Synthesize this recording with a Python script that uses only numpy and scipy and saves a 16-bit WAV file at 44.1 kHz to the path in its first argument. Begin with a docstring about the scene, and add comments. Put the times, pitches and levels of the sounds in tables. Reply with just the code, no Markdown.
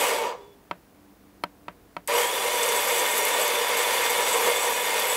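"""Burr grinder and filter holder

A small electric burr grinder on a wooden counter runs down, rests while the filter holder knocks against
its fork four times, then starts again. Random cracks of beans between the burrs sound directly and through
the resonances of the steel housing; sprays of splinters ring the chute. A jittering sine whines with the
motor speed. Knocks are clicks into decaying modes plus noise. Shaped noise and sines hum quietly behind."""
import sys
import numpy as np
from scipy import signal
from scipy.fft import rfft, irfft, next_fast_len
from scipy.io import wavfile
from scipy.ndimage import uniform_filter1d

SR = 44100
rng = np.random.default_rng(int(sys.argv[2]) if len(sys.argv) > 2 else 0)


def file_out(sig):
    """Save sig as 16-bit WAV at sys.argv[1]."""
    # one column per channel
    cols = np.atleast_2d(sig).T
    # limit, then scale
    lim = np.clip(cols, -1, 1)
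    pcm = np.round(lim * 32767).astype(np.int16)
    wavfile.write(sys.argv[1], SR, pcm)


N = 227688


def from_db(db):
    """Decibels to gain."""
    return 10 ** (np.asarray(db) / 20)


def rms_one(x):
    """Scale to unit power."""
    return x / np.sqrt(np.mean(x ** 2) + 1e-20)


def clock():
    """Seconds at every sample."""
    return np.arange(N) / SR


def in_time(rows):
    """Interpolate the columns of a table over time; first column in seconds."""
    time_s, *columns = np.transpose(rows)
    return [np.interp(clock(), time_s, column) for column in columns]


def shaped(x, curve):
    """Colour by a (freq_hz, level_db) curve, interpolated on log frequency."""
    size = next_fast_len(N)
    bin_hz = np.maximum(np.arange(size // 2 + 1) * SR / size, 1)
    curve_hz, curve_db = np.transpose(curve)
    gain = from_db(np.interp(np.log(bin_hz), np.log(curve_hz), curve_db))
    return irfft(rfft(x, size) * gain, size)[..., :N]


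def band(x, low_hz, high_hz):
    """Butterworth band-pass."""
    sos = signal.butter(3, [low_hz, high_hz], "band", fs=SR, output="sos")
    return signal.sosfilt(sos, x)


def drift(rate_hz):
    """Slow chance with spread 1: low-passed noise made at 1/40 of the sample rate."""
    r = np.exp(-80 * np.pi * rate_hz / SR)
    noise = rng.standard_normal(N // 40 + 2002)
    slow = signal.lfilter([1], [1, -2 * r, r * r], noise)[2000:]   # skip the filter's settling
    return np.interp(np.arange(N) / 40, np.arange(len(slow)), rms_one(slow))


def resonate(x, hz, width_hz):
    """Two-pole resonance with gain 1 on top."""
    r = np.exp(-np.pi * width_hz / SR)
    poles = [1, -2 * r * np.cos(2 * np.pi * hz / SR), r * r]
    return signal.lfilter([(1 - r * r) / 2, 0, (r * r - 1) / 2], poles, x)


def tone(hz, jitter_share, gain, rough_db, rate_hz):
    """A sine whose pitch and strength jitter."""
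    phase = 2 * np.pi * np.cumsum(hz * (1 + jitter_share * drift(rate_hz))) / SR
    return gain * from_db(rough_db * drift(rate_hz)) * np.sqrt(2) * np.sin(phase)


def bursts(times_s, levels_db, t60_s):
    """Envelope that jumps at each time and dies away exponentially."""
    clicks = np.zeros(N) + 1e-18
    clicks[np.round(np.asarray(times_s) * SR).astype(int)] = from_db(levels_db)
    return signal.lfilter([1], [1, -from_db(-60 / (t60_s * SR))], clicks)


def swell(start_s, length_s, edge_s):
    """Gain that fades in before start_s, holds for length_s and fades out after."""
    t = clock() - start_s
    return np.clip(np.minimum(t, length_s - t) / edge_s + 1, 0, 1) ** 2


# mains hum: freq_hz, level_db (mean)
MAINS_HUM = [(48.4, -71), (96.9, -71.5), (199.2, -70.5), (400, -84), (484.5, -75)]
# ventilation and hiss spectrum: freq_hz, density_db (relative, per Hz)
SHOP_SPECTRUM = [(20, -26), (35, -11), (60, -3), (110, -6.5), (300, -3.5), (500, -9), (800, -11),
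                 (1500, -17), (3300, -25), (8000, -29), (13000, -26), (15800, -22.5)]
SHOP_DB = -56.5


def shop():
    """Ventilation and microphone hiss as shaped noise, with a wavering mains hum of sines."""
    hum = 0
    for hz, db in MAINS_HUM:
        gain = from_db(db + 3.2 * drift(0.84))
        hum = hum + gain * np.sqrt(2) * np.sin(2 * np.pi * (hz * clock() + rng.random()))
    air = rms_one(shaped(rng.standard_normal(N), SHOP_SPECTRUM))
    return hum + from_db(SHOP_DB) * air


# swells of the hum's strongest overtone: start_s, length_s, level_db (added to the rest level)
DRONE_SWELLS = [(.97, 0.14, -62), (1.25, 0.42, -63.5), (1.76, 0.39, -66)]
DRONE_HZ, DRONE_REST_DB = 293, -71.5


def drone():
    """One hum overtone, a jittering sine, swells now and then."""
    gain = from_db(DRONE_REST_DB)
    for start_s, length_s, level_db in DRONE_SWELLS:
        gain = gain + from_db(level_db) * swell(start_s, length_s, edge_s=0.049)
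    return tone(DRONE_HZ, 0.0028, gain, rough_db=2.5, rate_hz=20)


SQUEAL_S, SQUEAL_LENGTH_S, SQUEAL_DB = 0.42, 0.11, -67
SQUEAL_HZ, SQUEAL_SAG_HZ_PER_S = 3460, 200
LINGER_S, LINGER_HZ, LINGER_DB, LINGER_T60_S = 0.38, 402, -46, 0.73


def coming_to_rest():
    """A thin sagging squeal and the housing's low hum dying away after the stop."""
    squeal_hz = SQUEAL_HZ - SQUEAL_SAG_HZ_PER_S * (clock() - SQUEAL_S)
    squeal_gain = from_db(SQUEAL_DB) * swell(SQUEAL_S, SQUEAL_LENGTH_S, edge_s=0.056)
    squeal = tone(squeal_hz, 0.0051, squeal_gain, rough_db=2.5, rate_hz=40)
    fading = uniform_filter1d(bursts([LINGER_S], LINGER_DB, t60_s=LINGER_T60_S), size=800)
    return squeal + tone(LINGER_HZ, 0.0186, fading, rough_db=3.0, rate_hz=25)


# holder on fork: start_s, strength_db (relative), brightness_db (relative)
KNOCKS = [(0.71, -20, -27), (1.436, -21, -13.5), (1.681, -24, -36), (1.965, -24, -26)]
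# holder, fork and counter ringing: freq_hz, level_db (relative), t60_s
FORK_MODES = [(179, -2, 0.14), (342, -16, 0.071), (594, -3.5, 0.08), (665, -13, 0.11), (737, -4, 0.074),
              (790, -15, 0.099), (962, 0.5, 0.051), (1004, 0, 0.046), (1148, 4.5, 0.05),
              (1320, 14.5, 0.015), (1540, -6.5, 0.063), (1790, -7, 0.044), (2140, 15, 0.0054),
              (2350, -22, 0.02), (2580, -18, .025), (3090, -1.5, 0.025), (3400, -27, 0.02),
              (4220, 0.5, 0.008), (4870, -8, 0.015), (5900, -41, .02)]


def knocks():
    """Each blow builds over three close contacts, rings the modes, bounces off the counter, leaves a dull tail."""
    ringing = np.zeros(N)
    start_s, strength_db, bright_db = np.transpose(KNOCKS)
    chance = rng.standard_normal((len(start_s), len(FORK_MODES)))
    for k, (hz, db, t60_s) in enumerate(FORK_MODES):
        tilt_db = 0.2 * (bright_db + 28.5) * hz / 1000
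        strength = from_db(strength_db + db - 11 + 0.82 * chance[:, k] + tilt_db)
        # rebound: duller, only in modes above 250 Hz, so the low thump stays full
        bounce = from_db(-8 - 1.5 * hz / 1000) * (hz > 250)
        clicks = np.zeros(N) + 1e-18
        for lag_s, gain in [(0.0009, 0.085), (0.0014, -0.11), (0.002, 0.67), (0.0051, bounce)]:
            clicks[np.round((start_s + lag_s) * SR).astype(int)] += gain * strength
        r, w = from_db(-60 / (t60_s * SR)), 2 * np.pi * hz / SR
        ringing += signal.lfilter([0, np.sin(w)], [1, -2 * r * np.cos(w), r * r], clicks)
    # soft contact; the small body radiates no deep bass
    ringing = band(band(ringing, 151.3, 5400), 66, 4700)
    noise = rng.standard_normal((3, N))
    crack_gain = bursts(start_s + 0.00085, strength_db + bright_db - 2.5, t60_s=0.021)
    crack = rms_one(band(noise[0], 6300, 14500)) * crack_gain
    thud = rms_one(band(noise[1], 420, 3000)) * bursts(start_s + 0.003, strength_db - 12.5, t60_s=0.016)
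    tail = rms_one(band(noise[2], 280, 2300)) * bursts(start_s + 0.00084, strength_db - 23.0, t60_s=0.15)
    return ringing + crack + thud + tail


HALT_S, COAST_POWER = 0.36, 0.8   # speed falls as (time left) to this power
START_S, KICK_SHARE, SPIN_UP_S = 2.075, 0.44, 0.09   # jump to a share of full speed, then close in


def speed():
    """Share of full rotor speed: coasting to a halt, then spinning up."""
    t = clock()
    coasting = np.clip(1 - t / HALT_S, 0, 1) ** COAST_POWER
    lag = (1 - KICK_SHARE) * np.exp(-np.maximum(t - START_S, 0) / SPIN_UP_S)
    share = np.where(t < START_S, coasting, 1 - lag)
    return np.abs(uniform_filter1d(share, size=160))


def building(build_s):
    """Gain of 1 up to the halt, then 0, growing smoothly to 1 after switch-on."""
    since_s = clock() - START_S
    return np.where(clock() < HALT_S, 1, np.clip(since_s / build_s, 0, 1) ** 3)


GEAR_HZ, GEAR_DB, GEAR_SPEED_POWER = 3510, -40, 1.4   # at full speed
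GEAR_STRAIN_DB, GEAR_BUILD_S = 33, 0.028   # strain: times the missing share of speed
GEAR_JITTER_SHARE, GEAR_SLOW_JITTER_SHARE, GEAR_WANDER_SHARE = 0.011, 0.14, 0.006   # of pitch


def gear():
    """The tooth rate follows the rotor; rougher when slow, louder while the motor pulls up to speed."""
    share = speed()
    strain_db = GEAR_STRAIN_DB * (1 - share) * (clock() > START_S)
    gain = from_db(GEAR_DB + strain_db) * share ** GEAR_SPEED_POWER * building(GEAR_BUILD_S)
    hz = GEAR_HZ * share * (1 + GEAR_WANDER_SHARE * drift(1.7))
    jitter_share = GEAR_JITTER_SHARE + GEAR_SLOW_JITTER_SHARE * (1 - share)
    return tone(hz, jitter_share, gain, rough_db=4, rate_hz=90)


def cracks(per_s, spread_db, clump_db):
    """Dense fractures of uneven size that come in clumps as beans drop into the burrs."""
    size_db = spread_db * np.minimum(rng.exponential(1, N), 5)
    sizes = from_db(size_db) * rng.standard_normal(N)
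    hits = rng.random(N) < per_s / SR
    return rms_one(sizes * hits * from_db(clump_db * drift(22.0)))


# brittle beans shattering: start_s, strength_db (relative), top_db (highest treble, relative to strength)
SHATTERS = [(2.6306, -5.5, -1), (2.688, -10, -3), (2.8814, -12, 0), (2.9911, -8, -3), (3.0621, -14, 11),
            (3.179, -15, 16), (3.25, -19, 17), (3.4141, -10, -1), (3.479, -19, 15), (3.77, -13, 9),
            (3.8136, -17, -10), (4.0323, -11.5, 0), (4.0982, -13.5, 10), (4.283, -11.5, 10),
            (4.329, -12, 1), (4.3686, -15, 7), (4.566, -15, 5), (4.6513, -12.5, 6), (4.9394, -22, 8.5),
            (4.993, -17.5, 14)]


def shatter():
    """A short spray of splinters rings the chute's treble resonances."""
    start_s, strength_db, top_db = np.transpose(SHATTERS)
    spray = cracks(per_s=7400, spread_db=3.5, clump_db=3.0)
    low = rms_one(resonate(spray, 7880, 730) + 0.5 * resonate(spray, 6470, 400))
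    high = rms_one(resonate(spray, 10960, 800) - resonate(spray, 13300, 900))
    low_gain = bursts(start_s, strength_db - 16, t60_s=0.098)
    high_gain = bursts(start_s, strength_db + top_db - 22.5, t60_s=0.067)
    return low * low_gain + high * high_gain


# beans cracking, direct spectrum: freq_hz, density_db (relative, per Hz)
CRUNCH_SPECTRUM = [(120, -51), (200, -27), (340, -17.5), (481, -0.5), (681, -6), (964, -8), (1390, -12.5),
                   (2190, -14), (3220, -14), (3460, -16), (4010, -19), (5280, -19.5), (7740, -10),
                   (11600, -10), (15800, -16.5)]
# housing resonances: freq_hz, width_hz, level_db (relative)
HOUSING_MODES = [(217.4, 24, -23.5), (392, 16.4, -10), (477.2, 17, 4), (517.5, 17.7, -5), (587.3, 5.4, 2.5),
                 (749, 45, -14), (793, 9.5, -4), (891.5, 24, -3.5), (966, 34.6, 0), (989, 16, -8),
                 (1163, 56, -11), (1194, 13.3, -11.5), (1733, 7.5, -10.5), (1849, 17.4, -9),
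                 (2117, 41, -9.5), (2232, 42, -12), (2488, 10, -9.5), (2950, 34, -15.5), (3420, 4.6, -10),
                 (4730, 91, -20.5), (5700, 38, -14), (6104, 40, -15), (6820, 50, -13), (7380, 72, -26),
                 (7810, 160, -10.5), (8850, 140, -13.5), (9940, 99, -31), (11830, 340, -15.5),
                 (12700, 550, -21.5)]


def crunch():
    """Cracks sound directly and through the housing, whose modes are shaken unevenly."""
    direct = rms_one(shaped(cracks(per_s=16000, spread_db=1.6, clump_db=0.6), CRUNCH_SPECTRUM))
    shaking = [cracks(per_s=12000, spread_db=1.6, clump_db=0.6) for _ in range(3)]
    body = 0
    for k, (hz, width_hz, db) in enumerate(HOUSING_MODES):
        # small treble parts rattle more fitfully
        uneven_db = (0.58 + 0.4 * hz / 1000) * drift(16.7)
        mode = resonate(shaking[k % 3], hz, width_hz) * (-1) ** k
        body = body + from_db(db + uneven_db) * mode
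    return direct + from_db(18) * body


# beans feeding the burrs: time_s, load_db (before layer share), crackle_db (crackle layer only)
FEED = [(0, 1.5, 1.5), (2.1, 3, 3.5), (2.2, 1, 2.5), (2.3, -2.5, -2.5), (2.54, -1.5, -1),
        (2.66, -0.5, -0.5), (3.0, 0, 1), (3.05, 0, -3), (3.12, -0.2, 2), (3.45, 0.5, -1), (3.68, -0.5, -3),
        (3.8, 1, -0.2), (4.25, 0, -0.9), (4.46, 0.1, -0.5), (4.6, -0.5, -0.2), (4.84, -2, -1),
        (4.98, -0.4, -2.3), (5.16, -0.8, 0)]
# housing booms up when the burrs bite hard: centre_s, rise_db (before layer share)
SURGES = [(.03, 4.5), (.12, 4), (.25, 4), (2.19, 5), (2.5, 1.5), (2.77, 2.5), (3.0, 2), (3.22, 1),
          (3.39, 4), (4.21, 3), (4.36, 5), (4.47, 8), (4.67, 3), (4.97, 1.5)]
SURGE_S = 0.027   # standard deviation
# boom, rasp, crackle: level_db (at full speed), speed_power, load_share, surge_share, afterring_db (relative)
LAYERS = [(-29, 0.35, 0.71, 0.88, -13), (-28, 1.12, 1.0, 0.16, -14), (-30.5, 2.02, 0.1, .1, -35)]
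# boom, rasp, crackle band limits: edge_hz
LAYER_EDGES_HZ = [150, 1400, 5000, 18000]
# boom, rasp, crackle growth after switch-on: build_s
LAYER_BUILD_S = [.011, .005, .002]
AFTERRING_T60_S = 0.61
SWITCH_DB, SWITCH_T60_S = -26.5, 0.03


def grinder():
    """Boom, rasp and crackle bands of the crunch follow speed, load and surges; a bright snap at switch-on."""
    sound = crunch()
    load_db, crackle_db = in_time(FEED)
    surge_db = sum(db * np.exp(-0.5 * ((clock() - s) / SURGE_S) ** 2) for s, db in SURGES)
    keep = from_db(-120 / (AFTERRING_T60_S * SR))   # per-sample decay of power
    out = 0
    for k, (db, speed_power, load_share, surge_share, after_db) in enumerate(LAYERS):
        level_db = db + load_share * load_db + surge_share * surge_db + (k == 2) * crackle_db
        gain = from_db(level_db) * speed() ** speed_power * building(LAYER_BUILD_S[k])
        lagging_power = signal.lfilter([1 - keep], [1, -keep], gain ** 2, zi=[gain[0] ** 2])[0]
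        after_power = lagging_power * from_db(2 * after_db)
        layer = rms_one(band(sound, LAYER_EDGES_HZ[k], LAYER_EDGES_HZ[k + 1]))
        out = out + np.sqrt(gain ** 2 + after_power) * layer
    snap = rms_one(band(sound, 2500, 18000)) * bursts([START_S], SWITCH_DB, t60_s=SWITCH_T60_S)
    return out + snap


# excess on the right: freq_hz, level_db (under the middle)
LEAN_CURVE = [(30, -25), (100, -37), (250, -50), (420, -51), (16000, -67)]
# smeared copy, opposite in left and right: freq_hz, level_db (under the middle)
WIDTH_CURVE = [(30, -21), (60, -21), (125, -21), (250, -34), (500, -17), (1000, -84), (2000, -46),
               (4000, -66), (8000, -23), (10500, -31), (12000, -73)]


def scene():
    """Sources near the middle; a faint noise-smeared copy is added left, subtracted right; slight lean right."""
    mid = shop() + drone() + coming_to_rest() + knocks() + gear() + shatter() + grinder()
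    smear = rng.standard_normal(2000) * np.exp(-np.arange(2000) / 400)
    smeared = signal.fftconvolve(mid, smear / np.linalg.norm(smear))[:N]
    side = shaped(smeared, WIDTH_CURVE) - shaped(mid, LEAN_CURVE)
    return np.array([mid + side, mid - side])


# microphone response: freq_hz, level_db
MICROPHONE_CURVE = [(20, 0.5), (11800, 0.5), (12400, -9.5), (12900, 1), (16000, -1.5)]
CUTOFF_HZ = 15720


def record(dry):
    """The microphone dips in the high treble; a steep elliptic low-pass cuts the top."""
    low_pass = signal.ellip(12, 0.3, 70, CUTOFF_HZ, fs=SR, output="sos")
    return signal.sosfilt(low_pass, shaped(dry, MICROPHONE_CURVE))


dry = scene()
out = record(dry)
file_out(out)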